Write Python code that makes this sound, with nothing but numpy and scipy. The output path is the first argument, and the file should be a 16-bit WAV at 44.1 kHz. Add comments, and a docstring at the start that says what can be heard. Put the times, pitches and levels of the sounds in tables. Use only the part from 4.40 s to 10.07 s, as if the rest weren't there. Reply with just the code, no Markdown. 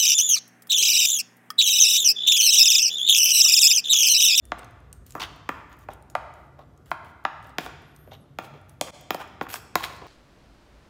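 """A steel spoon knocks and scrapes a hand-held plastic plate to push thick sauce onto food, in a bare, echoing room.
Each knock rings the dull plate and the bright spoon; each scrape is a burst of tiny slips that shake both.
The wet sauce ticks as it snaps, and a thin squeak wavers late on. Under all lie a low noise rumble,
two wavering hums and, at first, a faint high tone; the whole level dips briefly twice."""
import sys
import numpy as np
from scipy import signal
from scipy.io import wavfile
from scipy.ndimage import uniform_filter1d

SR = 44100
rng = np.random.default_rng(int(sys.argv[2]) if len(sys.argv) > 2 else 0)


def to_wav(s):
    """Save 16-bit WAV."""
    ch = np.atleast_2d(s).T  # columns
    pcm = np.round(np.clip(ch, -1, 1) * 32767)  # PCM
    wavfile.write(sys.argv[1], SR, pcm.astype(np.int16))


N = 250047  # length in samples


def gain_of(db):
    """Turns decibels into amplitude."""
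    return 10 ** (np.asarray(db) / 20)


def evened(x):
    """Scales a signal to an rms (average strength) of 1."""
    return x / np.sqrt(np.mean(x ** 2) + 1e-20)


def smooth_random(count, width):
    """Slow random wandering of rms 1: noise averaged over a width in samples."""
    return evened(uniform_filter1d(rng.standard_normal(count), width))


def read(points, hz):
    """Reads a (frequency, value) table on a log-frequency axis."""
    f, value = np.transpose(points)
    return np.interp(np.log(hz + 1), np.log(f + 1), value)


def add(mix, s, sound):
    """Mixes a sound in at time s, cutting it at the end of the mix."""
    part = mix[round(s * SR):][:len(sound)]
    part += sound[:len(part)]


# How the rumble's strength is shared over pitch: (frequency [Hz], relative level per Hz [dB])
RUMBLE_SHAPE = [(24, -34), (40, -9), (92, 3), (148, -7.5), (265, -10.5), (578, -18), (725, -21.5),
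                (844, -29), (1290, -23), (1510, -28), (1890, -31), (2310, -38), (10800, -46),
                (13500, -43.5), (16500, -59)]


def rumble():
    """Low background noise, built from random short-time spectra with drifting patches."""
    frames, hz = N // 512 + 5, np.fft.rfftfreq(2048, 1 / SR)
    real, imaginary, patches = rng.standard_normal((frames, 1025, 3)).T
    patches = uniform_filter1d(patches, 6, 0)  # smooth over frequency
    patches = evened(uniform_filter1d(patches, 10, 1))  # then over time
    level_db = read(RUMBLE_SHAPE, hz)[:, None] + 2.15 * patches
    spectra = (real + 1j * imaginary) * gain_of(level_db)
    noise = signal.istft(spectra, nperseg=2048, noverlap=1536)[1][:N]
    return gain_of(-52.5) * evened(noise)


# Two wavering hums, perhaps distant engines: (time [s], low hum level [dB], upper hum level [dB])
HUM_LEVELS = [(0.0, -44, -77), (0.28, -61, -78), (0.46, -51.5, -62), (0.85, -52, -54.5), (1.1, -55, -65),
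              (2.0, -56.5, -58.5), (2.8, -68, -63), (3.3, -55, -58), (3.8, -68, -53.5), (4.4, -72, -57.5),
              (5.0, -65, -69.5), (5.67, -61, -55.5)]
HUM_HZ = (60, 142)
HUM_SPREAD_HZ = 7.2  # how far each hum spreads to either side of its pitch


def hums():
    """Narrow noise around each hum pitch: slow random drift turned at that pitch."""
    s, *levels = np.transpose(HUM_LEVELS)
    t, out = np.arange(N) / SR, np.zeros(N)
    slow = signal.butter(2, HUM_SPREAD_HZ, fs=SR, output="sos")
    for hz, db in zip(HUM_HZ, levels):
        drift = rng.standard_normal(N) + 1j * rng.standard_normal(N)
        drift = signal.sosfilt(slow, drift)
        hum = evened((drift * np.exp(2j * np.pi * hz * t)).real)
        out += gain_of(np.interp(t, s, db)) * hum
    return out


# A faint fuzzy tone and its octave, levels at the start:
# (end time [s], pitch [Hz], level [dB], octave level [dB], fade [dB/s])
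FAINT_TONE = (4, 3532.5, -67.5, -77, -37)


def tone():
    """A faint high tone and its octave that flicker together and fade."""
    end, hz, db, octave_db, fade_db = FAINT_TONE
    t = np.arange(0, end, 1 / SR)
    flicker = 1 + 0.91 * smooth_random(len(t), 120)
    low = gain_of(db) * np.sin(2 * np.pi * hz * t)
    octave = gain_of(octave_db) * np.sin(2 * np.pi * 2 * hz * t)
    return gain_of(fade_db * t) * flicker * (low + octave)


def tick(level_db, hz):
    """A film of sauce snaps: a few cycles of tone with a broad crackle around them."""
    t = np.arange(600) / SR
    snap = np.sin(2 * np.pi * hz * t) * gain_of(-2.0 - 60 * t / 0.0086)
    band = signal.butter(1, [.6 * hz, min(1.8 * hz, 20000)], "band", fs=SR, output="sos")
    crackle = signal.sosfilt(band, rng.standard_normal(600)) * gain_of(-2.5 - 60 * t / 0.015)
    return gain_of(level_db) * (snap + crackle)


# Sauce snaps, levels before the small trims in tick(): (time [s], level [dB], pitch [Hz])
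SAUCE_TICKS = [(0.0534, -37, 9560), (0.186, -40, 8500), (0.1926, -36.5, 8100), (0.2454, -39, 6400),
               (0.309, -49, 9650), (0.403, -55, 10000), (0.5287, -30.5, 8670), (0.665, -36.5, 13800),
               (0.7068, -33.5, 7700), (0.722, -35, 6960), (0.962, -47, 12000), (1.3286, -44.5, 6830),
               (1.368, -53, 12100), (1.39, -43, 15100), (1.535, -37.5, 9300), (1.6248, -46, 8800),
               (1.7, -36.5, 6930), (1.939, -47, 7000), (2.3764, -48.5, 6580), (2.4588, -50, 7450),
               (2.508, -38, 14000), (2.84, -50, 12500), (2.646, -49, 9900), (3.027, -49.5, 8150),
               (3.043, -50, 6500), (3.094, -49, 8000), (3.0704, -42, 15100), (3.4204, -52.5, 13000),
               (3.563, -40, 9200), (3.735, -46, 12200), (4.214, -54.5, 10100), (4.2946, -38.5, 10300),
               (4.6109, -38, 14200), (4.8274, -47, 7000), (4.8761, -47.5, 7000), (5.5643, -43, 7570)]


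def ticks():
    """All the sauce snaps, each at its own time."""
    out = np.zeros(N)
    for s, *snap in SAUCE_TICKS:
        add(out, s, tick(*snap))
    return out


# Modes, the pitches at which each object rings, before random detuning and damping by touch.
# T60 is the time to die by 60 dB. Both tables: (pitch [Hz], level [dB], T60 [s])
PLATE_MODES = [(153.4, -6.5, 0.087), (238, 1.5, 0.05), (309.5, 1, 0.064), (437, 9, 0.024), (599, 1.5, 0.03),
               (742, 0.5, 0.038), (947, 0.5, 0.023), (1140, 0, 0.03), (1404, -0.5, 0.025),
               (1696, -1.5, 0.021), (1951, -0.5, 0.022), (2378, 7, 0.0076), (2810, 0.5, 0.017),
               (3100, -2, 0.027), (3410, 1.5, 0.013), (3980, -3, 0.018), (5090, -0.5, 0.0069),
               (6060, -10.5, 0.016), (6760, -23.5, 0.022), (6960, -11.5, 0.016), (8500, -42, 0.0037)]
SPOON_MODES = [(6830, -6.5, 0.027), (11100, -14, 0.039), (12320, 5.5, 0.019), (15100, 4.5, 0.013),
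               (15500, 3.5, 0.015)]


def ring(modes, extra_db=0., spread=0.098):
    """Dying modes, neighbours in opposite sign; each swells over part of its own cycle, so treble arrives first."""
    hz, db, t60 = np.array(modes).T[:, :, None]
    chance, t = rng.random((len(modes), 2)).T[:, :, None], np.arange(4096) / SR
    hz = hz * (1 + spread * (2 * chance[0] - 1))  # each ring is slightly detuned
    rise = 1 - np.exp(-t * hz / 0.31)  # swell time in cycles
    phase = np.arange(len(modes))[:, None] / 2 + 0.25 * chance[1]  # in turns
    fade = gain_of(db + extra_db - 60 * t / t60)
    return (fade * rise * np.sin(2 * np.pi * (hz * t + phase))).sum(0)


PRESS_S, LIFT_DB_PER_S = 0.0054, -800  # a stroke sets in, holds, and dies away fast


def stroke(hold, swell_db, spot_hz, *levels_db):
    """Dense uneven slips excite the plate from four contact spots; finer ones hiss and ring the spoon."""
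    t = np.arange(0, hold + 0.19, 1 / SR)
    chance = rng.random((len(t), 2)).T
    spot = rng.integers(0, 4, len(t))  # each slip falls on one of the four spots
    slips = rng.standard_normal((len(t), 2)).T * (chance < [[.025], [.2]])  # sparse and dense
    slips = slips * gain_of(2.2 * smooth_random(len(t), 100))  # they come in clumps
    coarse, fine = slips

    pressed = np.array(PLATE_MODES) * [1, 1, .4]  # the pressing spoon damps the plate
    hz = pressed[:, :1]
    near_spot_db = -9.0 * np.log2(hz / spot_hz) ** 2
    near_treble_db = -3.0 * np.log2(hz / 3400) ** 2
    thrust = signal.oaconvolve(coarse, ring(pressed, near_spot_db, spread=0.093))
    grit = sum(signal.oaconvolve(coarse * (spot == k), ring(pressed, near_treble_db, spread=0.21))
               for k in range(4))
    hiss = signal.sosfilt(signal.butter(2, 5500, "high", fs=SR, output="sos"), fine)
    chime = signal.oaconvolve(fine, ring(SPOON_MODES, spread=0.0066))

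    parts = (thrust, grit, hiss, chime)
    sound = sum(gain_of(db) * evened(x[:len(t)]) for db, x in zip(levels_db, parts))
    press = np.minimum(t / PRESS_S, 1)
    swell_and_lift = gain_of(swell_db * t / hold + LIFT_DB_PER_S * np.maximum(t - hold, 0))
    return sound * press * swell_and_lift


# Scrapes of the spoon; the one at 1.12 s is more a lingering, fading plate ring.
# Levels before the press, swell and lift:
# (start time [s], hold [s], swell over the hold [dB], pitch favoured by the pressed spot [Hz],
#  thrust into the plate [dB], grit [dB], hiss of the spoon edge [dB], spoon ring [dB])
SPOON_STROKES = [(0.055, 0.067, -3, 950, -77, -75, -68, -78),
                 (0.168, 0.075, -1, 940, -47.5, -56.5, -76, -74),
                 (0.534, 0.045, -8, 950, -66, -83, -61, -76), (0.66, .085, -5, 400, -69, -61.5, -55, -68),
                 (0.764, .02, -2, 950, -56, -60, -63, -68), (0.796, 0.032, 6, 1490, -39.5, -33.5, -46, -66),
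                 (1.12, 0.11, -7, 1100, -45, -66, -71, -74),
                 (1.291, 0.047, 1.5, 1100, -55.5, -61.5, -77, -69),
                 (1.383, .06, -2.5, 950, -61, -64, -63, -68),
                 (1.501, 0.045, -2.5, 710, -48.5, -55, -63, -68),
                 (1.696, 0.026, -6, 950, -66, -79, -59, -72), (1.944, 0.13, -7, 760, -61, -73, -69, -85),
                 (2.182, 0.045, -0.5, 766, -51.5, -65.5, -78, -86),
                 (2.454, 0.085, 1, 950, -64, -66, -63, -75),
                 (2.642, 0.071, -5, 760, -54.5, -59.5, -62.5, -80),
                 (3.02, .085, -0.5, 950, -56, -63.5, -66, -80), (3.202, .06, 1, 940, -48, -49.5, -51, -60),
                 (3.711, 0.031, 2.2, 700, -55, -51, -66, -66),
                 (4.021, 0.031, 5.5, 700, -53, -55.5, -57, -71),
                 (4.13, 0.045, -0.5, 610, -52.5, -63, -83, -76),
                 (4.281, 0.063, -7, 950, -64, -68, -70, -66), (4.425, 0.068, -5.5, 624, -44, -63, -60, -61),
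                 (4.462, 0.024, -0.5, 1490, -43, -60, -66, -66), (4.532, 0.11, -5, 700, -63, -68, -73, -75),
                 (4.721, 0.031, -2, 860, -47, -51, -46, -54), (4.79, 0.027, 4.5, 860, -43, -51, -55, -72),
                 (5.017, 0.023, -4, 900, -37.5, -44.5, -54, -52),
                 (5.085, 0.077, 7.5, 950, -57, -46.5, -46, -46),
                 (5.366, 0.087, -0.5, 900, -46, -43, -49, -54),
                 (5.43, 0.015, 0, 900, -36.5, -34.5, -36.5, -46), (5.472, 0.1, -2, 960, -48, -54, -61, -66),
                 (5.614, 0.072, -0.5, 715, -40.5, -54.5, -75, -82)]


def strokes():
    """All the scrapes, and the one lingering plate ring, each at its own time."""
    out = np.zeros(N)
    for s, *settings in SPOON_STROKES:
        add(out, s, stroke(*settings))
    return out


# How long each band of the room's tail takes to die by 60 dB: (frequency [Hz], T60 [s])
ROOM_DECAY = [(200, 1.15), (600, 0.99), (1400, 1.17), (3700, 0.98), (5200, .85), (7000, 0.86), (12000, 0.4)]


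def room(x):
    """Echoes as sparse taps of random sign, each band dying at its own speed; three tails take turns."""
    out, turn = np.zeros(N), np.arange(N) / SR / .37
    for k in range(3):
        taps = np.zeros(SR)
        at = np.arange(240, SR - 20, 20) + rng.integers(0, 20, (SR - 241) // 20)
        taps[at] = rng.choice([-1., 1.], at.shape)
        hz, t, spectra = signal.stft(taps, SR, nperseg=256)
        early = 1 + 1.6 * np.exp(-t / 0.011)  # near walls and the table answer more strongly
        decay = gain_of(-60 * t / read(ROOM_DECAY, hz)[:, None])
        tail = signal.istft(spectra * early * decay, SR, nperseg=256)[1]
        share = np.cos(np.pi * (turn + k / 3)) * np.sqrt(2 / 3)  # the three powers sum to 1
        out += signal.fftconvolve(x * share, tail / np.linalg.norm(tail))[:N]
    return out


def knock(peak_db, spot_hz, rim_db, upper_db, hard_db, crack_db, spoon_db):
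    """The struck spot lifts the modes near its pitch; the other parts of plate and spoon add their shares."""
    hz = np.array(PLATE_MODES)[:, :1]
    spot = gain_of(-14.0 * np.log2(hz / spot_hz) ** 2) * (hz > 500)
    rim = gain_of(rim_db) * (hz < 500)
    upper = gain_of(upper_db - 23.2 * np.log2(hz / 1600) ** 2)
    hard = gain_of(hard_db) / (1 + (2500 / hz) ** 4)  # harder blows reach the high modes
    loaded = np.array(PLATE_MODES) * [1, 1, .8]  # sauce and fingers damp the plate
    loaded[:, 2:] /= 1 + 0.48 * (hz > 2500)  # the high modes most
    plate = ring(loaded, 20 * np.log10(spot + rim + upper + hard), spread=0.058)

    # steel meets plastic: one click, a little chatter
    t = np.arange(len(plate)) / SR
    band = signal.butter(2, [3500, 11000], "band", fs=SR, output="sos")
    chatter = rng.standard_normal(len(t)) * gain_of(-7.5 - 60 * t / .006)
    crack = signal.sosfilt(band, 1.63 * (t == 0) + chatter)

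    spoon = ring(SPOON_MODES, spread=0.0099)
    sound = plate / abs(plate).max() + gain_of(crack_db) * crack + gain_of(spoon_db) * spoon
    return gain_of(peak_db) * sound


# Knocks: rim, body and high modes are weighed against the struck spot; crack and spoon against the plate's peak;
# the room share against the direct sound.
# (time [s], plate peak level [dB], pitch favoured by the struck spot [Hz], rim flex [dB], upper body [dB],
#  high modes [dB], crack [dB], spoon ring [dB], room share [dB])
SPOON_KNOCKS = [(0.119, -12.5, 970, -15, -8, -7.5, -24, -52, -10.5),
                (0.752, -20.5, 1070, -11.5, -35, -45, -8.5, -24, -2),
                (0.798, -31, 1100, -14, -8, 2, 3, -29.5, -1),
                (1.091, -11.5, 1150, -12, -8.5, -11, -10.5, -30.5, -9.5),
                (1.487, -21, 736, -20, -10.5, -22, -26, -40, -8),
                (1.752, -8.5, 777, -32.5, -7.5, -14.5, -14.5, -45.5, -9),
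                (2.191, -34.5, 713, -22, -23, -15, -15, -34.5, -6.5),
                (2.515, -7.5, 1140, -25, -36, -13, -17.5, -44, -9),
                (2.851, -7, 1137, -25.5, -27, -12, -22, -50, -10),
                (3.184, -11, 760, -6.5, 0, 4.5, -7.5, -23, -9.5),
                (3.263, -23.5, 1070, -14, -25, -8, -6.5, -39.5, -4.5),
                (3.675, -37.5, 550, -6, -18, -19, -18, -27, -2),
                (3.718, -33.5, 655, -13, -14.5, -21, -21, -31.5, -9),
                (3.987, -16.5, 716, -11.5, -1.5, -5.5, -10.5, -26, -7.5),
                (4.412, -10.5, 624, -14, -30, 1.2, 6, -23, -9),
                (4.706, -8, 820, -11, -8, 2, -3, -20, -10.5),
                (4.746, -17.5, 633, -16, -16, -15, 0, -22, -13),
                (4.815, -29.5, 800, -20, 2, -14, -7, -32.5, -2),
                (5.012, -15, 875, -6, -5, -10, -23, -37.5, -11),
                (5.067, -28, 1300, -20, -12, -17, -19, -35, -18),
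                (5.141, -19, 990, -42, -17, -6, 10.5, -31.5, -10),
                (5.355, -4, 924, -14, -7, -2.5, -1.5, -18, -11),
                (5.439, -15.5, 2480, -41, -19, -5, -18, -23.5, -15),
                (5.448, -24, 754, -18, -22, 20, 9, -21, -3.5)]


def knocks():
    """All the knocks, once as heard directly and once as sent to the room."""
    direct, to_room = np.zeros(N), np.zeros(N)
    for s, *blow, room_db in SPOON_KNOCKS:
        sound = knock(*blow)
        add(direct, s, sound)
        add(to_room, s, gain_of(room_db) * sound)
    return direct, to_room


# Path of the squeak; only its 3rd and 4th partials sound, and their level wavers around the table's:
# (time [s], pitch of the silent 1st partial [Hz], level of the 4th partial [dB])
SQUEAK_PATH = [(3.41, 2580, -77), (3.495, 2980, -68), (3.505, 2790, -75), (3.6, 3170, -60.5),
               (3.66, 3220, -60.5), (3.72, 3070, -66), (3.82, 2780, -65), (3.865, 2620, -83)]


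def squeak():
    """A thin wavering squeak, perhaps the spoon edge sliding on the wet plate; returns its start and sound."""
    s, *columns = np.transpose(SQUEAK_PATH)
    t = np.arange(s[0], s[-1], 1 / SR)
    hz, db = (np.interp(t, s, column) for column in columns)
    waver = 1 + 0.0045 * smooth_random(len(t), 200)
    turn = 2 * np.pi * np.cumsum(hz * waver) / SR
    breaks = gain_of(db + 2.8 * smooth_random(len(t), 500))  # it keeps breaking up
    return s[0], breaks * (gain_of(-9.5) * np.sin(3 * turn) + np.sin(4 * turn))


def scene():
    """Near sounds, their room tail, the rumble and the hums."""
    small, rubs = ticks(), strokes()
    direct, to_room = knocks()
    add(small, *squeak())
    add(direct, 0, tone())  # the tone gets no room tail
    tail = room(to_room + gain_of(-13.0) * rubs + gain_of(-13.5) * small)
    return (direct + rubs + small + tail + rumble() + hums())[None]


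# The whole level drops at once and fades back: (time [s], depth [dB], fade [s])
LEVEL_DIPS = [(0., -18, 0.037), (4.507, -20, 0.038)]


def record(dry):
    """Brief level dips, a fade below 44 Hz, a dulling of the very top, then the band limit."""
    t, level = np.arange(N) / SR, np.ones(N)
    for s, depth_db, fade in LEVEL_DIPS:
        level = level * gain_of(depth_db * (t >= s) * np.clip(1 - (t - s) / fade, 0, 1))
    heard = signal.sosfilt(signal.butter(6, 44., "high", fs=SR, output="sos"), dry * level)
    top = signal.firwin2(255, [0, 15600, 16000, SR / 2], gain_of([-1.0, -6, -28.0, -22.0]), fs=SR)
    band_limit = signal.firwin(511, 16900, window=("kaiser", 9), fs=SR)  # low-pass, Hz
    return signal.oaconvolve(heard, np.convolve(top, band_limit)[None], "same")


dry = scene()
out = record(dry)
to_wav(out)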